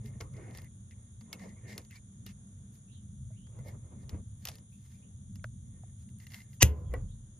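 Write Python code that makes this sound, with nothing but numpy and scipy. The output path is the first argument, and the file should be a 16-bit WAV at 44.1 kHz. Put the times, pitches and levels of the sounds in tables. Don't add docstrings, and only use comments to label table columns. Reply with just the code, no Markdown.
import sys
import numpy as np
from scipy import signal
from scipy.fft import rfft, irfft
from scipy.io import wavfile

SR = 44100
rng = np.random.default_rng(int(sys.argv[2]) if len(sys.argv) > 2 else 0)


def transcribe(signal):
    frames = np.atleast_2d(signal).T
    limited = np.clip(frames, -1, 1)
    pcm = np.round(limited * 32767).astype(np.int16)
    wavfile.write(sys.argv[1], SR, pcm)


N = 325899


def from_db(db):
    return 10 ** (np.asarray(db) / 20)


def in_time(rows):
    s, *columns = np.transpose(rows)
    return [np.interp(np.arange(N) / SR, s, c, left=-120, right=-120) for c in columns]


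# f/Hz, side level/dB re mid
WIDTH = [(100, -15.5), (300, -10.5), (600, -5), (1200, 1), (2400, -9), (4400, -5), (8000, 3), (13000, -10)]


def coloured(spectrum, side=WIDTH, shared=0):
    log_hz = np.log(np.arange(1, N // 2 + 2) * SR / N)

    def at_hz(points):
        hz, db = np.transpose(points)
        return np.interp(log_hz, np.log(hz), db)

    white = rfft(rng.standard_normal((2, N)))
    mid = irfft(white[0] * from_db(at_hz(spectrum)), N)
    shared = np.clip(shared, 0, 1)
    mixed = np.sqrt(1 - shared ** 2) * white[1] + 1j * shared * white[0]
    wide = irfft(mixed * from_db(at_hz(spectrum) + at_hz(side)), N)
    return np.array([mid + wide, mid - wide]) / mid.std()


def band(x, low_hz, high_hz):
    return signal.sosfilt(signal.butter(2, [low_hz, high_hz], "band", fs=SR, output="sos"), x)


def resonance(x, hz, width):
    r = np.exp(-np.pi * width / SR)
    poles = [1, -2 * r * np.cos(2 * np.pi * hz / SR), r * r]
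    return signal.lfilter((1 - r * r) / 2 * np.array([1, 0, -1]), poles, x)


def steep(x, hz, width):
    return resonance(resonance(x, hz, width), hz, width)


def ring(s, hz, db, t60, rise=0.00033):
    age = np.maximum(np.arange(N) / SR - s, 0)
    envelope = from_db(db - 60 * age / t60) * (1 - np.exp(-age / rise))
    return envelope * np.sin(2 * np.pi * hz * age)


def bursts(times, peaks_db, t60s, rise=0.00028):
    out, age = np.zeros(N + SR), np.arange(SR // 2) / SR
    for s, db, t60 in zip(times, peaks_db, t60s):
        i = round(s * SR)
        out[i:i + len(age)] += from_db(db - 60 * age / np.maximum(t60, .002)) * (1 - np.exp(-age / rise))
    return out[:N]


def strokes(middles, lengths, levels_db):
    t, out = np.arange(N) / SR, 0
    for s, length, db in zip(middles, lengths, levels_db):
        out = out + from_db(db) * np.cos(np.pi * np.clip((t - s) / length, -.5, .5)) ** 2
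    return out


def taps(times, peaks_db, low_hz, high_hz):
    train = np.zeros((2, N))
    at = np.round(times * SR).astype(int)[:, None] + rng.integers(0, 4, (len(times), 2))
    train[0, at[:, 0]] = train[1, at[:, 1]] = from_db(peaks_db) * SR / 2 / (high_hz - low_hz)
    return band(train + 1e-18, low_hz, high_hz)


def flutter(rate, depth_db):
    knots = rng.standard_normal(int(N / SR * 60) + 2)
    position = np.arange(N) / SR * np.minimum(rate, 59)
    return from_db(depth_db * np.interp(position, np.arange(len(knots)), knots))


def unit(x):
    return x / x.mean(axis=0).std()


# f/Hz, density/dB
AIR = [(200, -10), (300, -3), (500, -11), (900, -19.5), (1500, -19.5), (2000, -23), (2600, -29),
       (3100, -27), (4300, -31), (5300, -32), (7800, -33), (10300, -38), (11500, -62)]
# f/Hz, width/Hz, level/dB rms, side level/dB re mid
INSECTS = [
    (3506, 730, -83, -1.5),
    (6000, 610, -83, -6.5),
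    (6786, 1000, -72, 0.5),
    (9235, 750, -72, 7.5),
]


def outdoors():
    air_side = [(300, -10.5), (1400, 2.0), (6000, 1.0)]
    out = from_db(-75.5) * flutter(2.5, 1.7) * coloured(AIR, side=air_side)
    for hz, width, level_db, side_db in INSECTS:
        wings = resonance(rng.standard_normal((2, N)), hz, width)
        mid, side = band(wings, hz - 0.53 * width, hz + 0.47 * width)
        stereo = mid + from_db(side_db) * side * [[1], [-1]]
        out += from_db(level_db) / mid.std() * flutter(1.5, 0.51) * stereo
    return out


# t/s, length/s, start f/Hz, end f/Hz, level/dB
BIRD = [(2.87, .045, 2570, 3030, -74), (2.904, .025, 2990, 4280, -68), (2.925, 0.047, 4200, 2660, -68.5),
        (3.299, .07, 1900, 2500, -81), (3.355, .03, 2590, 3300, -70), (3.385, 0.11, 2900, 3500, -74),
        (3.5, .07, 2800, 2720, -83), (4.714, 0.018, 2300, 2840, -70.5), (4.931, 0.023, 2190, 2500, -74),
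        (5.018, 0.014, 2280, 3120, -68.5), (6.83, 0.075, 3590, 3000, -73.5), (7.068, .06, 2990, 4170, -72)]


def bird():
    t, song = np.arange(N) / SR, np.zeros(N)
    for s, length, start_hz, end_hz, db in BIRD:
        u = np.clip((t - s) / length, 0, 1)
        cycles = length * (start_hz * u + (end_hz - start_hz) * u * u / 2)
        song += from_db(db) * np.sin(np.pi * u) * np.sin(2 * np.pi * cycles)
    air = rng.standard_normal((2, SR // 2))
    song *= 1 + .6 * unit(band(np.resize(air, (1, N)), 60, 300))[0]
    echoes = air * from_db(-25 - 60 * t[:SR // 2] / .25)
    return signal.fftconvolve(song[None], echoes, axes=1)[:, :N]


# t/s, level/dB
WIND = [(0.0, -48), (0.29, -45), (0.72, -50), (1.11, -55.5), (1.5, -54.5), (2.0, -55), (2.24, -51.5),
        (2.55, -55), (2.9, -54), (3.21, -47.5), (3.77, -50.5), (4.11, -46), (4.63, -55), (5.15, -53),
        (5.4, -46.5), (5.9, -50.5), (6.57, -56), (7.39, -58)]
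# f/Hz, density/dB
RUMBLE = [(12, -65.5), (20, -38.5), (27, -20.5), (42, -12.5), (98, 0.5), (129, 0), (157, -13), (170, -14.5),
          (220, -45.5), (370, -120)]
# f/Hz, density/dB
UPPER_RUMBLE = [(88, -40), (150, -10), (194, -1), (234, -6.5), (258, -18.5), (302, -22.5), (500, -52),
                (650, -62.5), (1100, -120)]
# t/s, peak level/dB, t60/s
JOLTS = [
    (6.64, -23, 0.31),
    (6.78, -35.5, 0.82),
    (6.85, -35, 0.38),
    (7.0, -45.5, .8),
]


def wind():
    wind_db, = in_time(WIND)
    low = from_db(wind_db + 1.5) + bursts(*np.transpose(JOLTS), rise=.025)
    low = low * flutter(12, 1.7)
    flap = from_db(-61.5 + 0.42 * (wind_db - wind_db.mean()))
    shaken = from_db(0.5) * strokes(*np.transpose(SQUEEZES)[:3])
    upper = (flap + shaken) * from_db(3.0) * flutter(18, 3.4)
    return (low * coloured(RUMBLE, side=[(20, -16.0), (200, -22)])
            + upper * coloured(UPPER_RUMBLE, side=[(150, -20), (500, -7)]))


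# f/Hz, width/Hz, level/dB
HOUSING = [(1840, 205, 4), (2095, 190, 5), (2315, 310, -8), (2744, 170, -11)]


def housing(x):
    return unit(sum(from_db(db) * steep(x, hz, width) for hz, width, db in HOUSING))


# middle t/s, length/s, grip level/dB, housing level/dB re grip
SQUEEZES = [(0.1, 0.66, -71, -3.5), (0.418, 0.32, -60.5, -13), (0.578, .26, -60.5, -5),
            (1.0, 0.28, -78.5, -3), (1.424, 0.5, -61, -9), (1.723, .36, -62.5, -2.5),
            (2.33, 0.24, -84, -16), (3.662, .55, -66, -13), (3.986, 0.49, -67.5, -14),
            (4.152, 0.16, -56.5, -20), (4.533, 0.4, -70, -9), (5.047, 0.34, -80.5, -11),
            (5.788, 0.49, -77, -3.5), (6.397, 0.42, -77.5, 4), (6.78, 0.22, -57.5, -31),
            (6.941, 0.35, -61.5, -18)]
# middle t/s, length/s, rasp level/dB, housing level/dB re rasp
SCRAPES = [(0.068, 0.11, -71.5, -5), (0.37, 0.053, -74, 2), (0.453, 0.24, -83, 8), (0.569, 0.11, -62.5, 0),
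           (1.422, 0.094, -61, 1.5), (1.495, 0.13, -76, -16), (1.719, 0.12, -58, -5),
           (1.949, 0.12, -66, -2), (2.271, 0.032, -57, -6), (2.297, 0.086, -64, -5.5),
           (3.69, 0.12, -71.5, 2), (4.027, 0.08, -77, -5), (4.494, 0.21, -65, -11),
           (4.892, 0.38, -78.5, -10), (6.017, 0.13, -78.5, -22), (6.23, 0.099, -74, -4),
           (6.37, 0.18, -64, -7)]
# middle t/s, length/s, hiss level/dB
BRUSHES = [(0.065, 0.11, -81), (1.206, 0.046, -81), (1.843, 0.051, -77), (2.757, 0.11, -75),
           (3.685, 0.11, -72.5), (4.416, 0.12, -77), (4.735, 0.12, -82), (4.892, 0.3, -81),
           (6.017, .11, -86), (6.096, .06, -85), (6.227, 0.087, -75), (6.372, 0.2, -67), (6.54, 0.13, -74),
           (6.784, 0.16, -78)]


def rubbing():
    s, length, grip_db, hollow_db = np.transpose(SQUEEZES)
    scrape_s, scrape_length, rasp_db, housing_db = np.transpose(SCRAPES)
    scraping = strokes(scrape_s, scrape_length, rasp_db)
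    brushing = strokes(*np.transpose(BRUSHES))
    slips = (rng.random(N) < 90 / SR) * from_db(2.0 * np.minimum(rng.exponential(1, N), 2) - 5)
    grain = 1 + signal.lfilter([1], [1, -.994], slips)
    smooth = coloured([(200, 0.011), (16000, 0.013)])
    rough = grain * flutter(35, 2.9) * smooth

    squeeze = strokes(s, length, grip_db + 1.0) * flutter(28, 3.25)
    dull = band(band(smooth + 0.5 * rough, 250, 660), 170, 640) + .9 * resonance(smooth, 300, 76)
    grip = squeeze * (unit(dull) + from_db(-9) * unit(band(smooth, 650, 1200)))

    hollow = strokes(s, length, grip_db + hollow_db - 2.0)
    hollow = hollow + strokes(scrape_s, scrape_length, rasp_db + housing_db)
    body = hollow * housing(rough)

    rasp = (scraping + from_db(-4) * brushing) * unit(band(rough, 900, 6400))
    hiss = (brushing + from_db(-11) * scraping) * unit(band(band(rough, 10300, 14300), 9000, 14600))
    return grip + body + rasp + hiss


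# middle t/s, length/s, f/Hz, width/Hz, level/dB
SQUEAKS = [(0.35, .035, 2050, 280, -68), (0.372, .03, 2050, 200, -66), (0.44, .22, 1550, 450, -71),
           (0.45, .26, 330, 200, -60), (0.66, .05, 2000, 350, -68), (0.925, .04, 2100, 600, -68),
           (1.34, .05, 2700, 300, -64), (2.29, .07, 2700, 500, -66), (4.49, .09, 600, 500, -62),
           (0.405, .06, 2030, 250, -67), (0.44, .05, 2050, 300, -68), (0.485, .08, 2050, 250, -68),
           (0.572, .07, 1860, 90, -63), (0.255, .11, 1100, 250, -68), (0.5, .1, 600, 300, -63),
           (1.42, .08, 2050, 300, -63), (1.43, .07, 650, 400, -62), (1.505, .08, 2000, 200, -68),
           (1.582, .04, 2150, 200, -68), (1.718, .05, 1850, 110, -59), (1.712, .07, 2150, 300, -60),
           (1.925, .045, 2000, 400, -62), (1.915, .03, 2600, 200, -65), (1.97, .05, 2280, 150, -63),
           (1.963, .025, 4300, 900, -65), (3.605, .05, 2050, 200, -71), (3.6, .04, 520, 200, -58),
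           (3.685, .06, 2120, 130, -65), (3.705, .05, 1830, 130, -66), (3.68, .08, 560, 300, -59),
           (4.145, .05, 2100, 600, -71), (6.23, .06, 1950, 300, -71), (6.375, .04, 2080, 120, -64),
           (6.407, .035, 2030, 130, -61), (6.925, .03, 2000, 300, -65)]


def squeaks():
    out, white = np.zeros((2, N)), coloured([(200, 0), (16000, 0)], shared=.6)
    for s, length, hz, width, db in SQUEAKS:
        a, b = round((s - length) * SR), round((s + length) * SR)
        tone = unit(steep(white[:, a:b], hz, width))
        swell = np.cos(np.pi * np.clip((np.arange(a, b) / SR - s) / length, -.5, .5))
        out[:, a:b] += from_db(db) * swell * tone
    return out


# f/Hz, width/Hz, level/dB, t60/s
RAIL = [(295, 100, -36.5, 0.44), (420, 70, -35, 0.45), (490, 65, -39, 0.46), (640, 120, -48, .4),
        (910, 110, -43, 0.27), (1038, 150, -50, 0.44), (1460, 350, -46, 0.3), (1950, 400, -46, 0.28)]
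# t/s, level/dB
RAIL_HITS = [
    (6.626, 1.5),
    (6.939, -10),
    (0.205, -13),
    (4.146, -20),
]
# f/Hz, level/dB, t60/s
RAIL_MODES = [(355, -42, .4), (420, -31, .35), (488, -37, .5), (600, -45, .5), (727, -50, .5),
              (1017, -46, .7), (909, -44, .3), (1120, -44, .2), (1346, -45, .17), (1459, -50, .27),
              (2326, -48, .14)]


def rail():
    noise = coloured([(200, 0.00074), (16000, 0.0026)])
    s, hit_db = np.transpose(RAIL_HITS)
    out = sum(ring(s[0], *mode, rise=.004) for mode in RAIL_MODES)
    for hz, width, db, t60 in RAIL:
        decay = t60 * from_db(.5 * hit_db)
        out = out + bursts(s, hit_db + db, decay, rise=0.0039) * unit(steep(noise, hz, width))
    return out


# t/s, peak level/dB, edge level/dB re peak
TICKS = [(0.059, -46.5, -1), (0.5087, -52, -4), (0.5728, -41, 4), (0.6174, -50, 3), (1.3281, -27.5, -7),
         (1.7783, -30, 2), (1.8485, -51, -10), (1.957, -47, -4), (2.2635, -40, 3.5), (2.7546, -58, 1),
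         (4.0929, -37, -4), (4.4524, -25.5, 0.5), (4.4713, -30, -5), (4.4855, -27.5, -1.5),
         (4.5153, -46, -6.5), (4.5543, -43, 1), (4.5832, -50.5, -1), (5.3558, -45.5, -2), (6.1853, -60, 12),
         (1.759, -54, -4), (1.815, -54, -4)]
# t/s, peak level/dB, edge level/dB re peak
CLACKS = [(0.6439, -55, 7), (0.9098, -53.5, -22), (1.9088, -47, 1), (6.0889, -60, -2), (6.2008, -52, -5),
          (6.2673, -43.5, 1), (6.3192, -44.5, 0), (6.3357, -45, -3), (6.343, -36.5, -3), (6.403, -52, 0),
          (6.304, -54, -4), (6.417, -51.5, -6), (6.531, -54, -8)]
# t/s, peak level/dB, edge level/dB re peak
TOUCHES = [(0.2034, -43, -12), (0.2081, -35.5, -13), (0.3364, -56, -9), (0.366, -53, -17), (0.549, -45, -2),
           (0.5838, -44.5, -21), (1.209, -50, -14), (1.3936, -51, -7), (2.2897, -56, -11)]
# t/s, peak level/dB, edge level/dB re peak
BUMPS = [(3.31, -69, -17), (3.4686, -60, -16), (3.5892, -56.5, 4), (3.6884, -55.5, -6), (4.1454, -61, -5),
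         (5.441, -42, -2), (6.9377, -42, 9), (6.9431, -57, 11)]
# t/s, f/Hz, peak level/dB, t60/s
KNOCKS = [(0.045, 420, -52, 0.2), (0.205, 468, -42.5, 0.057), (0.208, 1095, -57, 0.13),
          (1.33, 2190, -40.5, .05), (2.265, 2860, -51, 0.061), (2.266, 3780, -55, .04),
          (2.264, 420, -54.5, 0.052), (3.66, 560, -49.5, 0.08), (3.305, 632, -58, .08),
          (3.59, 522, -47, 0.074), (4.146, 310, -36.5, 0.045), (5.4432, 1550, -27, 0.011),
          (5.4432, 607, -41, 0.026), (5.836, 720, -49, 0.025), (5.396, 2200, -58, .008),
          (6.939, 740, -42, .05), (6.939, 1070, -42, .06), (6.939, 1500, -45, .06), (6.939, 2290, -45, .05),
          (6.939, 2800, -55, .06), (0.206, 2130, -46, .04), (6.626, 1955, -19, .025),
          (6.346, 800, -57, .04), (6.635, 430, -26, .1), (6.938, 490, -28, 0.05), (6.94, 910, -48, 0.051),
          (6.941, 1950, -38, 0.061)]
# f/Hz, level/dB re peak, t60/s
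TRIGGER = [(2060, -2, .022), (2760, -6, .018)]
# f/Hz, density/dB
CRACK = [(1650, -6), (2800, -3), (3100, -7.5), (4770, -5.5), (6200, -7), (7070, -8.5), (7830, -10),
         (8480, -8), (10600, -5.5), (14100, -10.5), (16000, -44)]


def clicks():
    # knock level/dB re peak, housing level/dB re peak, t60/s
    kinds = [(TICKS, (-11.5, -12, 0.026)), (CLACKS, (-16, -6, .03)),
             (TOUCHES, (-4, -2.5, 0.034)), (BUMPS, (9, -14, 0.018))]
    contacts = [(*row, *kind) for rows, kind in kinds for row in rows]
    s, peak_db, edge_db, knock_db, housing_db, t60 = np.transpose(contacts)
    s = s + .0006
    crack, white = coloured(CRACK, shared=.7), coloured([(200, 0.011), (16000, 0)])
    out = taps(s, peak_db - 4, 2800, 6800)
    out += taps(s, peak_db + edge_db - 5.0, 9000, 14500)
    out += bursts(s, peak_db - 6.5, 0.45 * t60) * unit(band(crack, 2750, 7500))
    out += bursts(s, peak_db + edge_db - 5.5, 0.38 * t60) * unit(band(crack, 8700, 15000))
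    out += bursts(s, peak_db + housing_db - 7.5, 1.15 * t60, rise=0.0013) * housing(white)
    out += bursts(s, peak_db + knock_db - 10, 1.67 * t60, rise=0.00083) * unit(band(white, 430, 1560))
    out += sum(ring(*knock, rise=0.00021) for knock in KNOCKS)
    for at, db, _ in CLACKS:
        out += sum(ring(at, hz, db + mode_db, mode_t60) for hz, mode_db, mode_t60 in TRIGGER)
    scatter = bursts(s, peak_db - 21.0, 3.0 * t60, rise=0.0013)
    return out + scatter * unit(band(crack, 1200, 13500))


# t/s, peak level/dB, t60/s
SNAP = [
    (6.6235, -5, .008),
    (6.6271, -3, .012),
    (6.6283, -8, .022),
]
# f/Hz, density/dB
SNAP_COLOUR = [(150, -37.5), (250, 1.5), (620, -11), (981, -11.5), (1490, -19), (1910, -5), (2200, -12.5),
               (2670, -4), (3350, -2.5), (3990, -11.5), (5100, -14.5), (6400, -3), (8180, -14), (8930, -7),
               (12500, -7.5), (14600, -17), (16500, -40)]
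# f/Hz, level/dB, t60/s
SNAP_TAIL = [(1507, -18, .16), (2400, -15, .15), (3800, -20, 0.15), (6050, -16, .12), (9900, -23, 0.13),
             (12500, -18, 0.14)]
# f/Hz, level/dB
STRAIN = [(1000, -36), (1650, -35), (1950, -34.5), (2735, -29), (4947, -35), (6019, -31.5), (7700, -39.5),
          (10400, -51)]
# f/Hz, level/dB, t60/s
STEEL = [(2000, -23, 0.048), (2780, -22, .04), (5040, -24, 0.054), (5840, -22, 0.042),
         (11300, -28.5, 0.025)]
# t/s, f/Hz, peak level/dB, t60/s
BOOM = [
    (6.6355, 74, -7, 0.34),
    (6.629, 113, -8, .17),
    (6.6315, 175, -16, 0.17),
    (6.634, 60, -19, 0.3),
    (6.895, 60, -25, 0.41),
    (6.98, 39, -35.5, 0.83),
    (4.13, 83.8, -27.5, 0.23),
    (3.6, 134, -34, 0.11),
]


def snap():
    cut = SNAP[0][0]
    left = cut - np.arange(N) / SR
    swell = from_db(3 - 1100 * np.abs(left)) * (left > 0) * np.clip((.021 - left) / 0.0075, 0, 1)
    side = [(250, -14), (600, -9.5), (1500, -4), (2400, -7), (4000, -1), (8000, 5), (13000, -3.5)]
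    noise = coloured(SNAP_COLOUR, side=side, shared=.9)
    out = swell * sum(from_db(db) * unit(steep(noise, hz, 350)) for hz, db in STRAIN)
    out += bursts(*np.transpose(SNAP), rise=.0001) * noise * 0.56
    fronts_s, fronts_db = np.array([6.6238, 6.6242, 6.6273, 6.6277]), np.array([-4, -9.0, -7, -7.5])
    out += taps(fronts_s, fronts_db, 1800, 13500)
    for mode in STEEL:
        out += ring(SNAP[1][0], *mode) * from_db(rng.normal(0, 2, (2, 1)))
    for hz, db, t60 in SNAP_TAIL:
        out += bursts([cut], [db], [t60], rise=0.009) * band(noise, hz / 1.1, min(hz * 1.28, 15000))
    boom = sum(ring(*mode, rise=.003) for mode in BOOM)
    return out + [np.roll(boom, 11), np.roll(boom, -11)]


def scene():
    background = outdoors() + bird() + wind()
    return background + rubbing() + squeaks() + rail() + clicks() + snap()


def roll_off(x):
    return signal.sosfilt(signal.butter(12, 16700, fs=SR, output="sos"), x)


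def record(dry):
    ported = dry - 0.8 * resonance(dry, 8350, 650) - 0.57 * resonance(dry, 16500, 3500)
    level_db = 20 * np.log10(np.abs(ported).max(axis=0) + 1e-6)
    slope = np.arange(N) / SR * 60
    held_db = np.maximum.accumulate(level_db + slope) - slope
    duck_db = signal.lfilter([.002], [1, -.998], np.maximum(held_db + 18, 0))
    ducked = ported * from_db(-.45 * duck_db)
    low_pass = signal.cheby2(10, 60, 17300, fs=SR, output="sos")
    return roll_off(signal.sosfilt(low_pass, ducked))


dry = scene()
out = record(dry)
transcribe(out)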